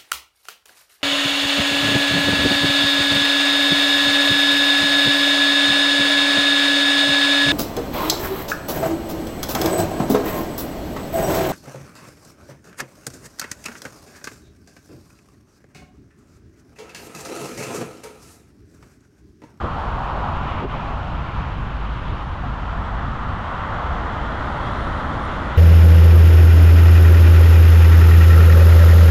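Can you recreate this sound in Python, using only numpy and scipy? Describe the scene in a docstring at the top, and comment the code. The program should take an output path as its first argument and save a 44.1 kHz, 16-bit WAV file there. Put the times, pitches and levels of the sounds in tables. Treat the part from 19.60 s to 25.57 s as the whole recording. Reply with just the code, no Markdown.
"""Highway traffic heard from a bridge, with wind on the microphone.
Tyre tread roars on the road: cars roll away over the steady far lanes, then a van and a lorry draw near.
Exhausts drone low at their firing rates, and axles knock over road joints and ring the deck.
Eddies at the microphone rumble and thump; thin, faint whistles glide high above the tyres."""
import sys
import numpy as np
from scipy import signal
from scipy.fft import rfft, irfft, next_fast_len
from scipy.io import wavfile
from scipy.ndimage import uniform_filter1d

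SR = 44100
rng = np.random.default_rng(int(sys.argv[2]) if len(sys.argv) > 2 else 0)


def materialize(psi):
    """Save the field psi as 16-bit PCM at rate SR to the path in sys.argv[1].

    A 1-D psi becomes a single channel; in a 2-D psi each row is a channel.
    """
    bounded = np.clip(np.atleast_2d(psi).T, -1, 1)
    quanta = np.round(bounded * 32767).astype(np.int16)
    wavfile.write(sys.argv[1], SR, quanta)


N = 263277
TIME = np.arange(N) / SR
FRAME_S = np.arange(N // 256 + 6) * 256 / SR
BIN_HZ = np.fft.rfftfreq(1024, 1 / SR)


def gain_of(db):
    """Decibels to amplitude."""
    return 10 ** (np.asarray(db) / 20)


def unit_rms(x):
    """Scales to an rms of one."""
    return x / np.sqrt(np.mean(x ** 2) + 1e-20)


def colour_db(colour, hz):
    """Level of a colour at hz, read along a log-frequency axis."""
    points_hz, db = np.transpose(colour)
    return np.interp(np.log(hz + 1), np.log(points_hz + 1), db)


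def coloured(x, colour):
    """Equalises x with a colour, at an rms of one."""
    size = next_fast_len(N)
    gains = gain_of(colour_db(colour, np.fft.rfftfreq(size, 1 / SR)))
    return unit_rms(irfft(rfft(x, size) * gains, size)[:N])


def wander(rate):
    """Smooth random drift that changes about rate times a second."""
    size = next_fast_len(N)
    hz = np.fft.rfftfreq(size, 1 / SR)
    return unit_rms(irfft(rfft(rng.standard_normal(size)) / (1 + (hz / rate) ** 4), size)[:N])


def bump(s, half):
    """A bell-shaped swell around the time s, down to 1/e at half seconds to either side."""
    return np.exp(-((TIME - s) / half) ** 2)


def swells(rows):
    """Envelope of things that come and go; their powers add."""
    return np.sqrt(sum((gain_of(db) * bump(s, half)) ** 2 for s, db, half in rows))


def split_swells(rows):
    """Two envelopes: each swell gives its share of power to the second and the rest to the first."""
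    powers = [((gain_of(db) * bump(s, half)) ** 2, share) for s, db, half, share in rows]
    first = np.sqrt(sum(power * (1 - share) for power, share in powers))
    second = np.sqrt(sum(power * share for power, share in powers))
    return first, second


def eddies(colour, size=2600, steadiness=0.68):
    """Turbulence at the microphone port, partly evened out in strength over size samples."""
    swirl = coloured(rng.standard_normal(N), colour)
    strength = np.sqrt(uniform_filter1d(uniform_filter1d(swirl ** 2, size=size), size=size // 2))
    return unit_rms(swirl / strength ** steadiness)


def wind(breeze_db=-29.5, buffet_db=0.2, buffet_hz=7, ceiling_db=-17):
    """Small and large eddies rumble on the microphone, follow the gusts and level off."""
    # Gusts. Each row: peak in seconds, level in dB, half-length in seconds, share of large eddies 0-1.
    gusts = [(.33, -27, 0.051, 1), (.72, -27.5, 0.22, 0.13), (1.3, -28, 0.1, 0.36), (1.57, -27, 0.12, 0.1),
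             (1.8, -25.5, 0.088, 0.22), (2.03, -28, 0.05, 0.36), (2.17, -27.5, 0.04, 0.44),
             (2.5, -26.5, 0.06, 0), (2.75, -27.5, 0.06, 0.8), (2.9, -26, 0.064, 0), (3.2, -26, 0.1, 0.45),
             (3.35, -24, 0.033, 0.031), (3.47, -25, 0.068, 0.0057), (3.7, -27, 0.14, 0.11),
             (4.32, -24, 0.093, 1), (4.62, -32, .06, 0.85), (5.24, -24, 0.11, 0.7), (5.66, -28, 0.076, 0.6)]
    # Rumble of the small eddies and of the large, deep ones. Each row: frequency in Hz, level in dB.
    small_colour = [(10, -6), (25, -9.5), (38, -2), (54, 1), (80, -5), (125, -7), (170, -13.5), (250, -18),
                    (400, -33.5), (1000, -64.5), (4000, -100)]
    large_colour = [(10, -15.5), (28, -0.5), (45, -4), (62, 5), (90, -6.5), (160, -27.5), (1000, -90)]
    small, large = split_swells(gusts)
    rumble = np.hypot(gain_of(breeze_db), small) * eddies(small_colour) + large * eddies(large_colour)
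    rumble *= gain_of(buffet_db * wander(buffet_hz))
    envelope = uniform_filter1d(abs(signal.hilbert(rumble, next_fast_len(N))[:N]), size=300)
    return rumble / (1 + (envelope / gain_of(ceiling_db)) ** 4) ** (1 / 4)


def thumps():
    """The hardest blows of air hit the microphone port: a low push with a hollow knock."""
    # Each row: peak in seconds, level in dB, half-length in seconds, share of knock 0-1.
    blows = [(0.046, -22, 0.015, 0.44), (0.068, -24.5, 0.017, 0.26), (0.999, -24.5, 0.068, 0.02),
             (1.043, -21, 0.02, 0.56), (2.528, -24.5, 0.026, 0.06)]
    # Tone of the push and of the knock. Each row: frequency in Hz, level in dB.
    push_colour = [(30, -20), (60, -1), (88, 8), (130, -6), (200, -9.5), (330, -24), (800, -40),
                   (6000, -90)]
    knock_colour = [(60, -20), (160, -0.5), (330, 1.5), (530, -2.5), (800, -12.5), (2000, -39), (6000, -79)]
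    push, knock = split_swells(blows)
    return push * eddies(push_colour, size=900) + knock * eddies(knock_colour, size=500)


def whistles(fade_s=0.03):
    """Thin gliding tones, perhaps brakes; each arrives by many paths that add and cancel, so it flickers."""
    # Each row: share of clean tone 0-1, smear in Hz, glide points (seconds, pitch in Hz, level in dB).
    glides = [(0.65, 40, [(0.04, 9645, -84), (0.27, 9645, -75), (0.36, 9645, -80), (0.5, 9640, -92)]),
              (.78, 45, [(1.65, 10870, -100), (1.98, 10700, -81), (2.38, 10510, -82), (2.68, 10095, -78),
              (2.95, 9850, -84), (3.3, 9620, -95), (3.65, 9460, -84), (4.25, 9250, -88)]),
              (.6, 45, [(1.6, 13050, -109), (2.05, 13350, -94), (2.42, 13520, -100), (2.7, 13900, -101),
              (3.1, 14250, -106)]), (.36, 160, [(2.9, 7420, -88), (3.2, 7700, -76), (3.5, 8030, -86),
              (3.8, 8290, -75), (4.3, 8580, -85), (4.6, 8780, -83), (4.85, 8900, -76), (5.28, 8990, -69),
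              (5.59, 8975, -75), (5.65, 8965, -60), (5.71, 8965, -84)]), (.5, 90, [(5.68, 9250, -81),
              (5.82, 9360, -75), (6.1, 9520, -78)])]
    mix = np.zeros(N)
    for direct, smear_hz, glide in glides:
        s, hz, db = np.transpose(glide)
        fade = np.clip(np.minimum(TIME - s[0], s[-1] - TIME) / fade_s, 0, 1)
        paths = direct + (1 - direct) * (wander(smear_hz) + 1j * wander(smear_hz))
        phase = 2 * np.pi * np.cumsum(np.interp(TIME, s, hz)) / SR
        tone = unit_rms((paths * np.exp(1j * phase)).real)
        mix += fade * gain_of(np.interp(TIME, s, db)) * tone
    return mix


def road_joints(half_s=0.024):
    """Hard tyres knock over joints some way off; each axle makes the deck ring for a moment."""
    # Axle knocks. Each row: peak in seconds, level in dB.
    knocks = [(2.85, -36), (3.14, -38), (3.33, -38), (3.44, -36), (5.25, -36)]
    # The deck's hollow ring. 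Each row: frequency in Hz, level in dB.
    ring = [(200, -22), (520, -28), (700, 11), (850, -1), (1100, -9), (1400, -17), (2000, -35), (6000, -71),
            (12000, -100)]
    return sum(gain_of(db) * bump(s, half_s) for s, db in knocks) * coloured(rng.standard_normal(N), ring)


def tyres(colour, patchy_db, flutter_db, tilt_db=0, shift_octaves=0):
    """Tread noise: road patches vary its colour, joints flutter it, nearness tilts it, motion shifts it."""
    real, imag, patches = rng.standard_normal((3, len(FRAME_S), len(BIN_HZ)))
    patches = unit_rms(uniform_filter1d(uniform_filter1d(patches, size=22, axis=0), size=6, axis=1))
    flutter = unit_rms(uniform_filter1d(rng.standard_normal(len(FRAME_S)), size=12))
    treble_octaves = np.log2(np.maximum(BIN_HZ / 1500, 1))  # air absorbs only the treble
    resonant = np.interp(BIN_HZ, [4000, 7000], [1, 0])  # only the tread's resonances shift
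    db = colour_db(colour, BIN_HZ / 2 ** np.outer(shift_octaves, resonant))
    db = db + patchy_db * patches + flutter_db * flutter[:, None] + np.outer(tilt_db, treble_octaves)
    spectra = (real + 1j * imag) * gain_of(db)
    return unit_rms(signal.istft(spectra.T, nperseg=1024, noverlap=768)[1][:N])


def firing_count(engine, waver=0.0214):
    """Running count of an engine's firings; its speed wavers a little."""
    s, hz, _ = np.transpose(engine)
    return np.cumsum(np.interp(TIME, s, hz) * (1 + waver * wander(6.5))) / SR


def exhaust(engine):
    """An exhaust hums at the firing rate."""
    s, _, db = np.transpose(engine)
    return gain_of(np.interp(TIME, s, db)) * unit_rms(np.sin(2 * np.pi * firing_count(engine)))


def far_lanes(level_db=-31):
    """Distant tyres merge into a steady bed."""
    # The far roar. Each row: frequency in Hz, level in dB.
    roar = [(100, 6.5), (230, -1.5), (450, -7), (700, -4), (1000, 1.5), (1380, -1.5), (1600, -7),
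            (2200, -16), (3100, -16), (4000, -24.5), (5000, -32), (7300, -41.5), (8400, -49.5),
            (10300, -55.5), (13000, -84.5)]
    return gain_of(level_db) * tyres(roar, patchy_db=0.57, flutter_db=0.5)


def opposite_cars(flutter_db=1.4):
    """Tread blocks hiss by across the barrier; a faster car's hiss sits higher."""
    # Each row: peak in seconds, level in dB, half-length in seconds, pitch shift in octaves.
    passes = [(.56, -48, 0.29, 0.034), (0.957, -42, 0.21, 0.028), (1.17, -43, 0.1, -0.078),
              (1.7, -46.5, 0.71, -0.061), (2.458, -47, 0.17, 0.14), (4.03, -49, 0.32, 0.08),
              (5.72, -45.5, 0.055, -.05), (5.91, -45, 0.058, -0.093)]
    # Tread hiss. Each row: frequency in Hz, level in dB.
    tread = [(1200, -27), (1800, 4.5), (2300, 7), (2900, 7), (3300, 1.5), (4200, -12), (8000, -36.5),
             (13000, -87)]
    mix = np.zeros(N)
    for s, db, half, octaves in passes:
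        hiss = coloured(rng.standard_normal(N), [(hz * 2 ** octaves, level) for hz, level in tread])
        mix += gain_of(db) * bump(s, half) * hiss * gain_of(flutter_db * wander(14))
    return mix


def leaving_cars(sink_octaves=0.033):
    """Cars roll away, each tyre roar sinking in pitch as it goes by; one engine hums beneath."""
    # Each row: peak in seconds, level in dB, half-length in seconds, pitch shift in octaves.
    passes = [(0.417, -28, 0.97, 0.066), (1.154, -34.5, 0.68, -0.092), (4.346, -36.5, 0.53, -0.43)]
    # A car's tyre roar. Each row: frequency in Hz, level in dB.
    roar = [(130, -2.5), (250, -7.5), (450, -8), (720, 2), (1020, 2.5), (1380, -3.5), (1750, -17.5),
            (2800, -29.5), (4000, -32), (5500, -42.5), (7500, -45.5), (8500, -54.5), (10500, -54),
            (14000, -74.5)]
    # The leaving engine. Each row: time in seconds, firings per second, exhaust level in dB.
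    engine = [(0.1, 136, -53), (.75, 146, -38), (1.2, 145, -44), (1.6, 139, -37.5), (2.05, 131, -39),
              (2.5, 126, -50), (3.5, 150, -80)]
    mix = np.zeros(N)
    for s, db, half, octaves in passes:
        shift = octaves - sink_octaves * np.tanh((FRAME_S - s) / half)
        rolling = tyres(roar, patchy_db=1.4, flutter_db=0.6, shift_octaves=shift)
        mix += gain_of(db) * bump(s, half) * rolling
    return mix + exhaust(engine)


def lorry(peak_s=5.55, peak_db=-31, half_s=1.22, far_db=-48, rough=0.82):
    """Uneven diesel firings and rolling rumble ring the lorry's body, over the drone of its exhaust."""
    # The diesel. Each row: time in seconds, firings per second, exhaust level in dB.
    engine = [(0, 52, -43), (1.1, 43, -44), (1.6, 51, -34), (2.25, 50.6, -29), (2.75, 53, -38),
              (3.1, 50, -31), (3.85, 50, -45), (4.8, 56, -46.5), (5.15, 68, -36), (5.97, 57, -38)]
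    # Body resonances. Each row: frequency in Hz, level in dB.
    body = [(30, -15), (70, 2), (125, -11.5), (215, -2.5), (320, -8), (430, -13.5), (610, -6), (780, -26),
            (3000, -66.5)]
    count = firing_count(engine)
    firings = coloured(sum(np.cos(2 * np.pi * (k * count + rng.random())) for k in range(1, 9)), body)
    rumble = coloured(rng.standard_normal(N), body)
    approach = np.hypot(gain_of(far_db), gain_of(peak_db) * bump(peak_s, half_s))
    return exhaust(engine) + approach * unit_rms((1 - rough) * firings + rough * rumble)


def tread_fizz():
    """Tread fizzes sharply as the van and the lorry come close."""
    # Each row: peak in seconds, level in dB, half-length in seconds.
    passes = [(5.1, -51, 0.48), (5.85, -52, 0.41)]
    # Close tread. Each row: frequency in Hz, level in dB.
    fizz = [(2000, -33), (2800, -9), (3300, 5.5), (3900, 0.5), (5000, -14), (6800, -20), (8500, -25),
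            (10500, -26), (14000, -50)]
    return swells(passes) * tyres(fizz, patchy_db=3.5, flutter_db=1.0)


def van(near_s=5.35, brighten_per_s=1.35, rise_octaves_per_s=0.012):
    """The tyre roar of the van and the cars with it brightens and climbs as they near."""
    # Each row: peak in seconds, level in dB, half-length in seconds.
    passes = [(3.3, -36.5, 0.46), (4.15, -34, 0.42), (5.1, -29, 2.1)]
    # Oncoming tyres as they sound at near_s. Each row: frequency in Hz, level in dB.
    roar = [(300, -14.5), (580, -8.5), (780, -2.5), (1100, -1), (1400, -1.5), (1650, -9.5), (1950, -9.5),
            (2600, -27.5), (3250, -19.5), (4800, -36.5), (7400, -42), (8400, -50), (10200, -50),
            (14000, -78)]
    tilt = brighten_per_s * (FRAME_S - near_s)  # dB per octave
    shift = rise_octaves_per_s * (FRAME_S - near_s)
    return swells(passes) * tyres(roar, patchy_db=0.47, flutter_db=0.22, tilt_db=tilt, shift_octaves=shift)


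def scene(dip_s=1.068, dip_db=6.5, dip_half_s=0.026):
    """The road with the wind on top; the traffic dips briefly after the hardest thump."""
    road = far_lanes() + leaving_cars() + van() + tread_fizz() + opposite_cars()
    road += lorry() + road_joints() + whistles()
    dip = gain_of(-dip_db * bump(dip_s, dip_half_s))
    return (road * dip + wind() + thumps())[None]


def record(dry):
    """A soft start and a steep cut of the highest treble."""
    fade_in_s, edge_hz = 0.004, 15000
    faded = dry * np.minimum(TIME / fade_in_s, 1)
    padded = np.pad(faded, ((0, 0), (255, 255)), "reflect", reflect_type="odd")
    lowpass = signal.firwin(511, edge_hz, window=("kaiser", 9), fs=SR)
    return signal.oaconvolve(padded, lowpass[None], "valid")


dry = scene()
out = record(dry)
materialize(out)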